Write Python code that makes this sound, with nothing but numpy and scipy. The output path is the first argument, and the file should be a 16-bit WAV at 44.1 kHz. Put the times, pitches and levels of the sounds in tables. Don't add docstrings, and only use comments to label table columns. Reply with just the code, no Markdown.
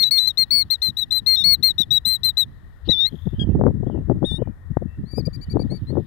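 import sys
import numpy as np
from scipy import signal
from scipy.fft import rfft, irfft, next_fast_len
from scipy.io import wavfile
from scipy.ndimage import uniform_filter1d, map_coordinates

SR = 44100
rng = np.random.default_rng(int(sys.argv[2]) if len(sys.argv) > 2 else 0)


def store_wav(level_fs):
    pcm = np.round(np.clip(np.atleast_2d(level_fs), -1, 1) * 32767)
    wavfile.write(sys.argv[1], SR, pcm.T.astype(np.int16))


def decibels_to_gain(level_db):
    exponent = np.asarray(level_db, float) / 20
    return 10 ** exponent


N = 267598


def unit(x):
    return x / np.sqrt(np.mean(x ** 2) + 1e-20)


def along(points, hz):
    f, v = np.transpose(points)
    return np.interp(np.log(hz + 1), np.log(f + 1), v)


def wobble(rate):
    knots = rng.standard_normal(int(N * rate / SR) + 4)
    return map_coordinates(knots, [np.arange(N) * rate / SR])


def coloured(x, spectrum):
    m = next_fast_len(N + 8192)
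    gain = decibels_to_gain(along(spectrum, np.fft.rfftfreq(m, 1 / SR)))
    return irfft(rfft(x, m) * gain, m)[..., :N]


def noise(spectrum):
    return unit(coloured(rng.standard_normal(N), spectrum))


def churn(spectrum, span):
    x = noise(spectrum)
    power = uniform_filter1d(uniform_filter1d(x * x, span), span)
    return x / np.sqrt(np.abs(power) + 0.025)


def add(track, s, x):
    i = round(s * SR)
    track[i:i + len(x)] += x[:len(track) - i]


def echoes(x, t60):
    t = np.arange(SR // 2) / SR
    tail = rng.standard_normal(len(t)) * decibels_to_gain(-60 * t / t60) * (t > .004)
    return signal.fftconvolve(x, tail / np.linalg.norm(tail))[:N]


def open_field():
    # frequency in Hz, level in dB.
    murmur = [(300, -2.5), (700, -7), (1200, -6), (1950, -9.5), (2150, -16.5), (3000, -37)]
    return decibels_to_gain(-57.0 + wobble(3.5)) * noise(murmur)


def leaves():
    # time in seconds, level in dB.
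    swell = [(0, -65), (2.801, -71.5), (3.101, -65), (4, -72), (4.8, -74.5), (5.299, -70), (6.07, -65)]
    # frequency in Hz, level in dB.
    brushing = [(2000, -30.5), (2300, -5.5), (3800, 3.5), (4300, -8.5), (5300, -7.5), (5700, -29),
                (8500, -25), (12000, -9.5), (15500, -25)]
    level_db = np.interp(np.arange(N) / SR, *np.transpose(swell)) + 1.2 * wobble(3.8)
    return decibels_to_gain(level_db) * noise(brushing)


def insects():
    beat = np.cos(2 * np.pi * np.cumsum(50 + 2.2 * wobble(2.9)) / SR)
    chorus = noise([(1550, -41.5), (1720, -2.0), (1900, 4.0), (2000, -12.5), (2120, -37.0)])
    return decibels_to_gain(-63.0 + wobble(0.97) + 3.3 * beat) * chorus


def far_birds():
    # start in seconds, length in seconds, start pitch in Hz, end pitch in Hz, level in dB.
    glides = [(3.239, 0.15, 2700, 2790, -82), (3.325, 0.077, 3140, 2970, -71),
              (3.45, 0.031, 2770, 3350, -70.5), (3.49, .045, 2760, 2640, -75.5),
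              (3.852, 0.05, 2960, 3720, -75.5), (3.899, 0.06, 3150, 2747, -73),
              (3.929, 0.079, 2910, 2596, -78.5), (4.361, 0.069, 2720, 3150, -72.5),
              (4.401, 0.088, 2490, 2330, -79.5), (4.867, 0.12, 2660, 2734, -75),
              (5.418, 0.053, 2990, 3000, -75)]
    # start in seconds, spacing in seconds, first pitch in Hz, last pitch in Hz.
    rattle = (3.064, .0321, 3260, 3550)
    out, husk = np.zeros(N), wobble(220)
    start, spacing, first_hz, last_hz = rattle
    pips = []
    for u in np.linspace(0, 1, num=8):
        hz = first_hz + (last_hz - first_hz) * u
        pips.append((start + 7 * spacing * u ** 1.07, .005, hz + 200, hz - 200, -61 + 4 * u))
    for s, length, hz0, hz1, db in glides + pips:
        n = round(length * SR)
        huskiness = .025 * min(abs(hz1 - hz0) / 150, 1)
        f = np.linspace(hz0, hz1, n) * (1 + huskiness * husk[round(s * SR):][:n])
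        add(out, s, decibels_to_gain(db + 15.5) * np.hanning(n) ** .5 * np.sin(2 * np.pi * np.cumsum(f) / SR))
    hiss = noise([(5700, -37), (6500, 2.5), (7500, -19), (9500, -13.5), (11500, -0.5), (15000, -8)])
    fade = np.hanning(SR // 2)[SR // 8:]
    add(out, start, decibels_to_gain(-69.0) * fade * hiss[:len(fade)])
    return out


def buffet(puffs, breeze):
    # frequency in Hz, level in dB.
    thump = [(30, -29.5), (70, -5.5), (130, 2), (210, -6), (320, -15), (600, -41.5), (1000, -83)]
    flutter = [(100, -23), (250, 7), (400, 3.5), (700, -12.5), (1100, -29.5), (1800, -48), (2600, -77)]
    rumbling = [(12, -9.5), (40, 0.5), (80, 7), (130, -5.5), (250, -50.5)]
    t = np.arange(N) / SR
    steady = decibels_to_gain(2 * np.interp(t, *breeze))
    low, high = steady * decibels_to_gain(1.8 * (-8.5 + 7.2 * wobble(13))), np.zeros(N)
    for s, db, ms, bright_db in puffs:
        i = slice(max(round((s - ms / 400) * SR), 0), round((s + ms / 400) * SR))
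        late = (t[i] - s) * 1000 / ms
        shape = np.exp(-5.5 * (late * np.where(late < 0, 1.25, .85)) ** 2)
        low[i] += decibels_to_gain(2 * (db - 2.0)) * shape
        high[i] += decibels_to_gain(2 * (db + bright_db)) * shape ** 3.01
    slow_power = steady + decibels_to_gain(-18.0) * np.abs(uniform_filter1d(low, size=5000))
    rumble = np.sqrt(slow_power) * noise(rumbling)
    thumps = np.sqrt(low) * churn(thump, span=900)
    spikes = decibels_to_gain(5.16 * wobble(150) - 2.5)
    return rumble + thumps + np.sqrt(high) * spikes * churn(flutter, span=250)


def pops():
    # time in seconds, level in dB.
    snaps = [(3.613, -11), (3.6386, -13), (3.667, -12), (3.676, -18.5), (3.684, -20.5), (3.9, -22.5),
             (3.977, -30), (4.099, -14), (4.229, -16.5), (4.318, -33), (4.343, -37.5), (4.421, -32.5),
             (4.475, -26.5), (4.771, -10), (5.183, -25.5), (5.57, -13), (5.955, -24.5), (5.971, -17)]
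    # frequency in Hz, level in dB.
    snap_colour = [(40, -19.5), (150, 1), (800, 1.5), (1500, -17), (2300, -37), (4000, -64)]
    suck_ms, rebound_ms, rebound = 1.8, 3.5, .5
    kicks, ms = np.zeros(N), np.arange(-800, 801) * 1000 / SR
    for s, db in snaps:
        kicks[round(s * SR)] = decibels_to_gain(db + 10.5)
    inward = -np.exp(-np.abs(ms) / suck_ms)
    overshoot = rebound * np.exp(-np.abs(ms) / rebound_ms)
    shape = np.where(ms < 0, inward, overshoot)
    return coloured(signal.fftconvolve(kicks, shape, "same"), snap_colour)


def membrane(x):
    return .96 * coloured(x / (1 + np.abs(x) ** 4) ** (1 / 4), [(1900, 0), (3400, -35)])


def wind():
    # time in seconds, peak level in dB, width in ms, brightness in dB.
    left_puffs = [(0.889, -24, 27.4, -25), (1.806, -21, 16.3, -12), (0.008, -32, 28, -10),
                  (2.89, -14.5, 29.4, -0.5), (3.135, -22, 39, -8), (3.269, -10.5, 19, -13),
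                  (3.337, -15, 17, -10), (3.606, -13.5, 91, -7.5), (3.661, -10.5, 55, 2.5),
                  (3.707, -11.5, 12.7, -5), (3.586, -15, 14, -11), (3.755, -16.5, 48, -19),
                  (3.805, -15, 16.4, -17), (3.833, -17.5, 20.4, -7), (3.872, -13.5, 19, -2),
                  (3.95, -20, 123, -4), (4.105, -14, 55, 0.5), (4.233, -15.5, 41, -0.5),
                  (4.318, -14.5, 17.5, -11), (4.342, -14.5, 9.3, -15.5), (4.395, -20, 36, 1),
                  (4.421, -12, 16.3, -7), (4.48, -19.5, 40, -17), (4.712, -14, 16, -42.5),
                  (4.775, -13.5, 8.6, -7.5), (4.822, -21.5, 26, -6.5), (4.859, -17, 16, -36.5),
                  (4.982, -27, 13.4, -29), (5.07, -29, 14, -30), (5.038, -17.5, 15.8, -15),
                  (5.137, -19, 12, -4), (5.182, -15.5, 21, -6.5), (5.2, -16.5, 19, -3),
                  (5.232, -19.5, 25, -27), (5.276, -13, 20.6, -11.5), (5.512, -21, 13, -27),
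                  (5.555, -13.5, 53, -3), (5.598, -12.5, 12.6, -1.5), (5.622, -22.5, 25, 1.5),
                  (5.652, -12.5, 27.4, -7.5), (5.722, -18.5, 57.5, -2.5), (5.775, -31, 12, -21.5),
                  (5.92, -17.5, 75, -3.5), (5.978, -16, 56.4, 2.5), (6.03, -27.5, 41, -25)]
    right_puffs = [(3.392, -11, 13.3, -19), (3.419, -12, 11, -6), (3.438, -16, 27, -9.5),
                   (3.474, -13, 10, -9), (3.516, -21, 13.4, 3), (3.555, -10, 28, -8), (2.66, -52, 33, -15),
                   (3.495, -6, 20, -16.5), (3.585, -20, 60, -16.5), (3.674, -39.5, 30, -5),
                   (3.997, -24, 22, -24.5), (4.154, -23, 34, -37), (4.999, -21, 35, -40),
                   (5.486, -20, 13, -44), (5.55, -37.5, 69, -23), (5.829, -17.5, 24.6, -43),
                   (5.986, -35, 61, -18)]
    further_left_puffs = [(0.393, -30, 14, -37), (.432, -36, 14, -27), (.56, -36.5, 17, -32),
                          (0.649, -35, 33, -23), (1.227, -32.5, 21, -18), (1.409, -31, 10, -13),
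                          (1.532, -35, 27, -38.5), (1.601, -34.5, 24, -31.5), (1.712, -31, 22, -25),
                          (1.919, -31.5, 31, -29), (2.073, -28, 19, -29), (2.267, -31.5, 18, -30),
                          (4.165, -18.5, 42, -5.5), (3.046, -32, 16, -20)]
    # time in seconds, left port level in dB, right port level in dB.
    steady_breeze = [(0, -46, -45), (1, -44.5, -47.5), (1.5, -36.5, -44), (2.5, -42.5, -44.5),
                     (3.25, -39, -48), (3.55, -39, -26), (3.8, -30.5, -36.5), (4.3, -30, -45.5),
                     (4.55, -44, -46), (4.8, -30.5, -40.5), (5.05, -41, -53.5), (5.55, -34.5, -31.5),
                     (6.07, -58, -51)]
    s, left_db, right_db = np.transpose(steady_breeze)
    left = membrane(buffet(left_puffs + further_left_puffs, (s, left_db)) + pops())
    right = membrane(buffet(right_puffs, (s, right_db)))
    return left, right


def bird(notes, tone, middle_hz, facing, crack_db, margin_db, size=90, turning=False):
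    # frequency in Hz, level in dB.
    throat = [(6600, -2.5), (7400, -12.5), (8200, -2.5), (11800, -4), (12800, 2), (13800, -3.5)]
    out, quiver, flicker = np.zeros(N), wobble(240), [wobble(45) for _ in range(len(tone) + 1)]
    rasp = wobble(1100)
    air = noise([(3500, -13), (5100, 7.5), (6500, -21.5), (9500, -11), (15000, -9)])
    for rows in notes:
        s, hz, db = np.transpose(rows)
        i = slice(max(round(s[0] * SR), 0), round(s[-1] * SR))
        t = np.arange(N)[i] / SR
        face = np.interp(t if turning else s[0], *np.transpose(facing))
        glide = uniform_filter1d(uniform_filter1d(np.interp(t, s, hz), size=size), size=size)
        f = glide * (1 + 0.0019 * quiver[i])
        gain = uniform_filter1d(np.interp(t, s, decibels_to_gain(db / 2)), size=40) ** 2
        weak_db = .9 * np.minimum(20 * np.log10(gain) - db.max() + margin_db, 0) * (t > s[1])
        opening = np.exp(-(t - s[0]) / .004) * (1 if hz[0] > .9 * middle_hz else .45)
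        note = decibels_to_gain(.3 * flicker[0][i] + .35 * quiver[i]) * np.sin(2 * np.pi * np.cumsum(f) / SR)
        phase = np.pi * np.cumsum(f * (1 - crack_db / 110 * opening ** 2)) / SR
        strain = np.abs(np.gradient(uniform_filter1d(f, size=300))) * SR / 55000.0
        for (k, rel, slope), shake in zip(tone, flicker[1:]):
            lift = np.clip(slope * 100 * (f / middle_hz - 1), -30, 9) + weak_db
            lift += crack_db * opening * (round(k) == 3)
            lift += along(throat, k * f / 2)
            lift += (face - .4 * crack_db * opening) * (k > 3)
            lift += np.where(k > 2, 3.5, .8) * shake[i]
            roughness = (k > 2) * np.clip(.009 * k + 0.11 * strain, 0, 1)
            note += decibels_to_gain(rel + lift) * (1 + roughness * rasp[i]) * np.sin(round(k) * phase)
        note += decibels_to_gain(-56.5 + 2.6 * crack_db * opening ** .5) * air[i]
        edge = np.clip(np.minimum(t - s[0] - .001, s[-1] - t) / .002, 0, 1)
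        out[i] += 2 ** .5 * gain * edge * note
    return out


def louder(calls):
    return [np.add(rows, [0, 0, 7]) for rows in calls]


def bounced(x):
    # delay in ms, level in dB.
    bounces = [(2.9, -27.5), (8.5, -30.5)]
    i = np.arange(N)
    return x + sum(decibels_to_gain(db) * np.interp(i - ms * SR / 1000, i, x) for ms, db in bounces)


def trilled(rows):
    top, edge_db = 0.6, -6.5
    rise, fall = 8, 8
    u = np.linspace(0, 1, num=11)
    away = np.where(u < top, (u / top - 1) ** 2, ((u - top) / (1 - top)) ** 2)
    bend = np.where(u < top, rise, fall) / 100
    return [np.transpose([s + length * u, hz * (1 - bend * away), db + edge_db * away ** 0.75])
            for s, length, hz, db in rows]


def soft_calls():
    # time in seconds, pitch in Hz, level in dB.
    murmurs = [
        [(5.053, 4000, -69.5), (5.092, 4620, -57), (5.106, 4520, -55), (5.116, 4730, -48.5), (5.14, 4580, -52),
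         (5.186, 4940, -41), (5.198, 4880, -42), (5.212, 4370, -52.5), (5.217, 4340, -52)],
        [(5.699, 4110, -61), (5.705, 4165, -49.5), (5.715, 4388, -44.5), (5.743, 4530, -51),
         (5.767, 4620, -48.5), (5.783, 4370, -62), (5.789, 4333, -60.5)],
        [(5.868, 3950, -60), (5.878, 4090, -54.5), (5.894, 4130, -49), (5.906, 4380, -53), (5.916, 4220, -62),
         (5.922, 4400, -71)],
    ]
    # start in seconds, length in seconds, top pitch in Hz, level in dB.
    pips = [
        (5.251, 0.024, 4836, -32),
        (5.33, 0.036, 4776, -38.5),
        (5.411, 0.038, 4698, -39),
        (5.496, 0.038, 4686, -36),
        (5.591, 0.042, 4690, -37.5),
    ]
    # multiple of the fundamental, level in dB, dB gained per 1% higher pitch.
    soft_tone = [(1, -18, -0.22), (3, -25, 1.15), (4, -19.5, -0.093), (5, -25.5, 0.34), (6, -33, 0.74),
                 (7, -28, 1.2)]
    return bird(louder(murmurs) + trilled(pips), soft_tone, 4430, [(0, 0.003)],
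                crack_db=-1, margin_db=10, size=140)


def single_calls():
    # time in seconds, pitch in Hz, level in dB.
    calls = [
        [(3.392, 3450, -46), (3.398, 3260, -33), (3.414, 3280, -31.5), (3.432, 3213, -35), (3.443, 3204, -57)],
        [(4.245, 3300, -42), (4.253, 3610, -34.5), (4.265, 3770, -33), (4.307, 3556, -33), (4.359, 3617, -34.5),
         (4.379, 3770, -45), (4.388, 3720, -76)],
    ]
    # multiple of the fundamental, level in dB, dB gained per 1% higher pitch.
    single_tone = [(1, -29.5, -0.67), (3, -30.5, -0.56), (4, -28.5, 1.3), (5, -24, 1.7), (6, -43, 0.42)]
    return bird(louder(calls), single_tone, 3537, [(0, 0.011)], crack_db=11.5, margin_db=7.5)


def breath():
    t = np.arange(N) / SR
    level_db = np.interp(t, [2.845, 2.857, 2.886, 2.892], [-74.5, -49.5, -44.0, -84.0])
    return decibels_to_gain(level_db) * noise([(2200, -25.0), (3000, 0), (4200, 1.0), (5400, -17.5), (6500, -34.5)])


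def joined(pitch, level):
    s = np.union1d(*[np.transpose(c)[0] for c in (pitch, level)])
    return [np.transpose([s, np.interp(s, *np.transpose(pitch)), np.interp(s, *np.transpose(level))])]


def long_call():
    # time in seconds, pitch in Hz.
    dip = [(2.886, 3701.5), (2.897, 3932), (2.909, 4001), (2.94, 3560), (2.956, 3478), (3.02, 3678),
           (3.045, 3698.5), (3.082, 4290), (3.093, 4198)]
    # time in seconds, level in dB.
    loudness = [(2.886, -36.5), (2.891, -20.5), (2.918, -16.5), (2.957, -27), (2.976, -25), (3.01, -19),
                (3.066, -20.5), (3.073, -32), (3.08, -31), (3.093, -48)]
    # multiple of the fundamental, level in dB, dB gained per 1% higher pitch.
    long_tone = [(1, -24, 1.8), (3, -28.5, 0.16), (4, -36.5, 1), (5, -39.5, .5), (6, -39, 1),
                 (7, -32.5, 0.87), (8, -45, 0.019)]
    bill = [(2.9, -2.5), (2.94, 3.5), (3.055, -4.5), (3.08, 12)]  # seconds, dB on the upper overtones
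    return bird(louder(joined(dip, loudness)), long_tone, 4010, bill,
                crack_db=4, margin_db=25.5, size=330, turning=True)


def alarm_notes():
    # time in seconds, pitch in Hz, level in dB.
    opening_notes = [
        [(-.02, 4330, -14), (0, 4320, -12.5), (.03, 4224, -12), (.042, 4124, -12), (.05, 3850, -42)],
        [(.026, 3450, -40), (.029, 3560, -21), (.036, 3720, -12.5), (.047, 3985, -13.5), (.072, 3950, -13),
         (.088, 3925, -19), (.1, 3900, -45)],
        [(.107, 3990, -48.5), (.111, 4160, -12.5), (.116, 4400, -10.5), (.125, 4418, -10.5), (.15, 4312, -13.5),
         (.185, 4220, -12), (.193, 4080, -14), (.199, 3820, -35)],
        [(.176, 3560, -44.5), (.18, 3570, -17), (.188, 3686, -14), (.197, 3970, -12.5), (.21, 4017, -15),
         (.255, 3990, -16), (.262, 4050, -16), (.266, 3950, -36)],
        [(.264, 3873, -30), (.269, 4072, -22), (.274, 4117, -12), (.28, 4134, -10.5), (.288, 4072, -13.5),
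         (.296, 3948, -21.5), (.309, 3741, -19.5), (.32, 3678, -49)],
    ]
    early_notes = [
        [(0.371, 3730, -71.5), (0.374, 3840, -19.5), (0.381, 4230, -12), (0.387, 4310, -10.5),
         (0.427, 4202, -11.5), (0.434, 4124, -13), (0.442, 3910, -27), (0.45, 3780, -54)],
        [(0.505, 4230, -59), (0.509, 4140, -13), (0.514, 4380, -11), (0.522, 4474, -12.0), (0.611, 4386, -13.0),
         (0.623, 4200, -13), (0.63, 4030, -27), (0.64, 3970, -49.5)],
        [(0.7, 3700, -54), (0.703, 3910, -19), (0.712, 4240, -12.5), (0.719, 4240, -12), (0.744, 4075, -16),
         (0.75, 3920, -27.0), (0.754, 3884, -20.5), (0.765, 3730, -57)],
        [(0.816, 3770, -61), (0.819, 3800, -21), (0.826, 4170, -13.5), (0.833, 4177, -14.5), (0.888, 4040, -17),
         (0.895, 4000, -27.5), (0.903, 3844, -22), (0.91, 3804, -53)],
        [(0.966, 3650, -63.5), (0.973, 3836, -15), (0.979, 4026, -23.0), (0.995, 4040, -14),
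         (1.007, 3940, -23.5), (1.026, 3876, -16), (1.035, 3736, -18.5), (1.05, 3590, -66)],
        [(1.105, 3810, -57.5), (1.111, 3844, -13.5), (1.116, 4020, -20), (1.126, 4100, -12), (1.138, 4036, -16),
         (1.182, 4084, -14.5), (1.198, 3810, -27.5), (1.205, 3920, -51.0)],
        [(1.26, 3900, -57.5), (1.264, 4000, -18.5), (1.269, 4160, -12), (1.275, 4299, -9.5), (1.311, 4254, -11),
         (1.351, 4150, -11.5), (1.356, 4150, -13), (1.36, 3900, -17.5)],
    ]
    late_notes = [
        [(1.359, 3930, -15.5), (1.361, 3900, -24.5), (1.365, 3460, -20), (1.375, 3680, -14.5),
         (1.385, 3826, -15.0), (1.42, 3623, -15), (1.435, 3570, -25.5), (1.436, 3874, -30)],
        [(1.435, 3720, -29), (1.442, 4250, -9.5), (1.452, 4378, -10), (1.507, 4396, -10.0), (1.537, 4300, -9.5),
         (1.548, 4130, -13), (1.554, 3890, -23), (1.565, 3990, -60.5)],
        [(1.625, 3820, -56), (1.628, 3810, -19), (1.636, 4245, -10.0), (1.647, 4296, -9.0),
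         (1.673, 4219, -11.5), (1.705, 3940, -17), (1.708, 3880, -13.5), (1.725, 3630, -64)],
        [(1.779, 3590, -52.5), (1.783, 3730, -16.5), (1.791, 3860, -11.5), (1.803, 3960, -14.5),
         (1.817, 3830, -10.5), (1.831, 3490, -29.5), (1.834, 3540, -19.5), (1.845, 3400, -61.5)],
        [(1.904, 3670, -53.5), (1.909, 3745, -13.5), (1.918, 3870, -9.5), (1.936, 3942, -12.5),
         (1.967, 3910, -11.5), (1.98, 3800, -11), (1.988, 3640, -36), (1.995, 3700, -60.0)],
        [(2.048, 3640, -54.5), (2.055, 3884, -11.5), (2.061, 4071, -14), (2.121, 4120, -15.5),
         (2.151, 4044, -17), (2.164, 3840, -21), (2.168, 3800, -32), (2.178, 3930, -47.5)],
        [(2.231, 3970, -66), (2.235, 3860, -14.5), (2.243, 4180, -17), (2.249, 4140, -12), (2.28, 4034, -15.5),
         (2.294, 4027, -13), (2.305, 3787, -22.5), (2.315, 3760, -44)],
        [(2.368, 3960, -59), (2.372, 3830, -15), (2.38, 4070, -12), (2.391, 4076, -12.5), (2.408, 3967, -10.5),
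         (2.421, 3840, -16), (2.431, 3780, -16), (2.447, 3510, -62.5)],
    ]
    # multiple of the fundamental, level in dB, dB gained per 1% higher pitch.
    alarm_tone = [(1, -33.5, 1.3), (3, -30.5, -0.5), (4, -25.5, 0.74), (5, -32.5, 0.22), (6, -37.5, 0.6),
                  (7, -24, 2), (8, -30.5, 0.5)]
    # time in seconds, dB on the upper overtones.
    bill = [(0, -1.5), (.107, -0.5), (.18, -1.5), (.27, -0.5), (.37, -2), (.5, -0.5), (.7, -1), (0.819, 1),
            (.97, 5.5), (1.1, 3), (1.26, -1), (1.44, 0.5), (1.63, 3), (1.78, 7), (1.9, 4), (2.05, 8),
            (2.23, 7), (2.37, 5.5)]
    return bird(opening_notes + early_notes + late_notes, alarm_tone, 3985, bill,
                crack_db=18.5, margin_db=13.0)


def scene():
    # frequency in Hz, dB against the left.
    right_port = [(500, -19), (2000, -24), (3600, -25), (4400, -27), (8000, -25.5), (15000, -26)]
    near = alarm_notes() + breath() + long_call() + single_calls()
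    soft, far = soft_calls(), far_birds()
    air = open_field() + leaves() + insects()
    air += far + soft + echoes(decibels_to_gain(-3) * far + decibels_to_gain(-27) * soft, t60=.3)
    air += bounced(near) + decibels_to_gain(-43.5) * echoes(near, t60=0.063) + decibels_to_gain(-52) * echoes(near, t60=0.77)
    left, right = wind()
    left_mix = air + left + decibels_to_gain(-22.0) * right
    right_mix = coloured(air, right_port) + right + decibels_to_gain(-26.0) * left
    return np.array([left_mix, right_mix])


def low_pass(x):
    return signal.sosfilt(signal.butter(12, 16540, fs=SR, output="sos"), x)


def record(dry):
    hiss = decibels_to_gain([[-72], [-88]]) * rng.standard_normal(dry.shape)
    banded = coloured(dry + hiss, [(15600, 0), (15900, -60)])
    return low_pass(np.clip(banded, -1, 1))


dry = scene()
out = record(dry)
store_wav(out)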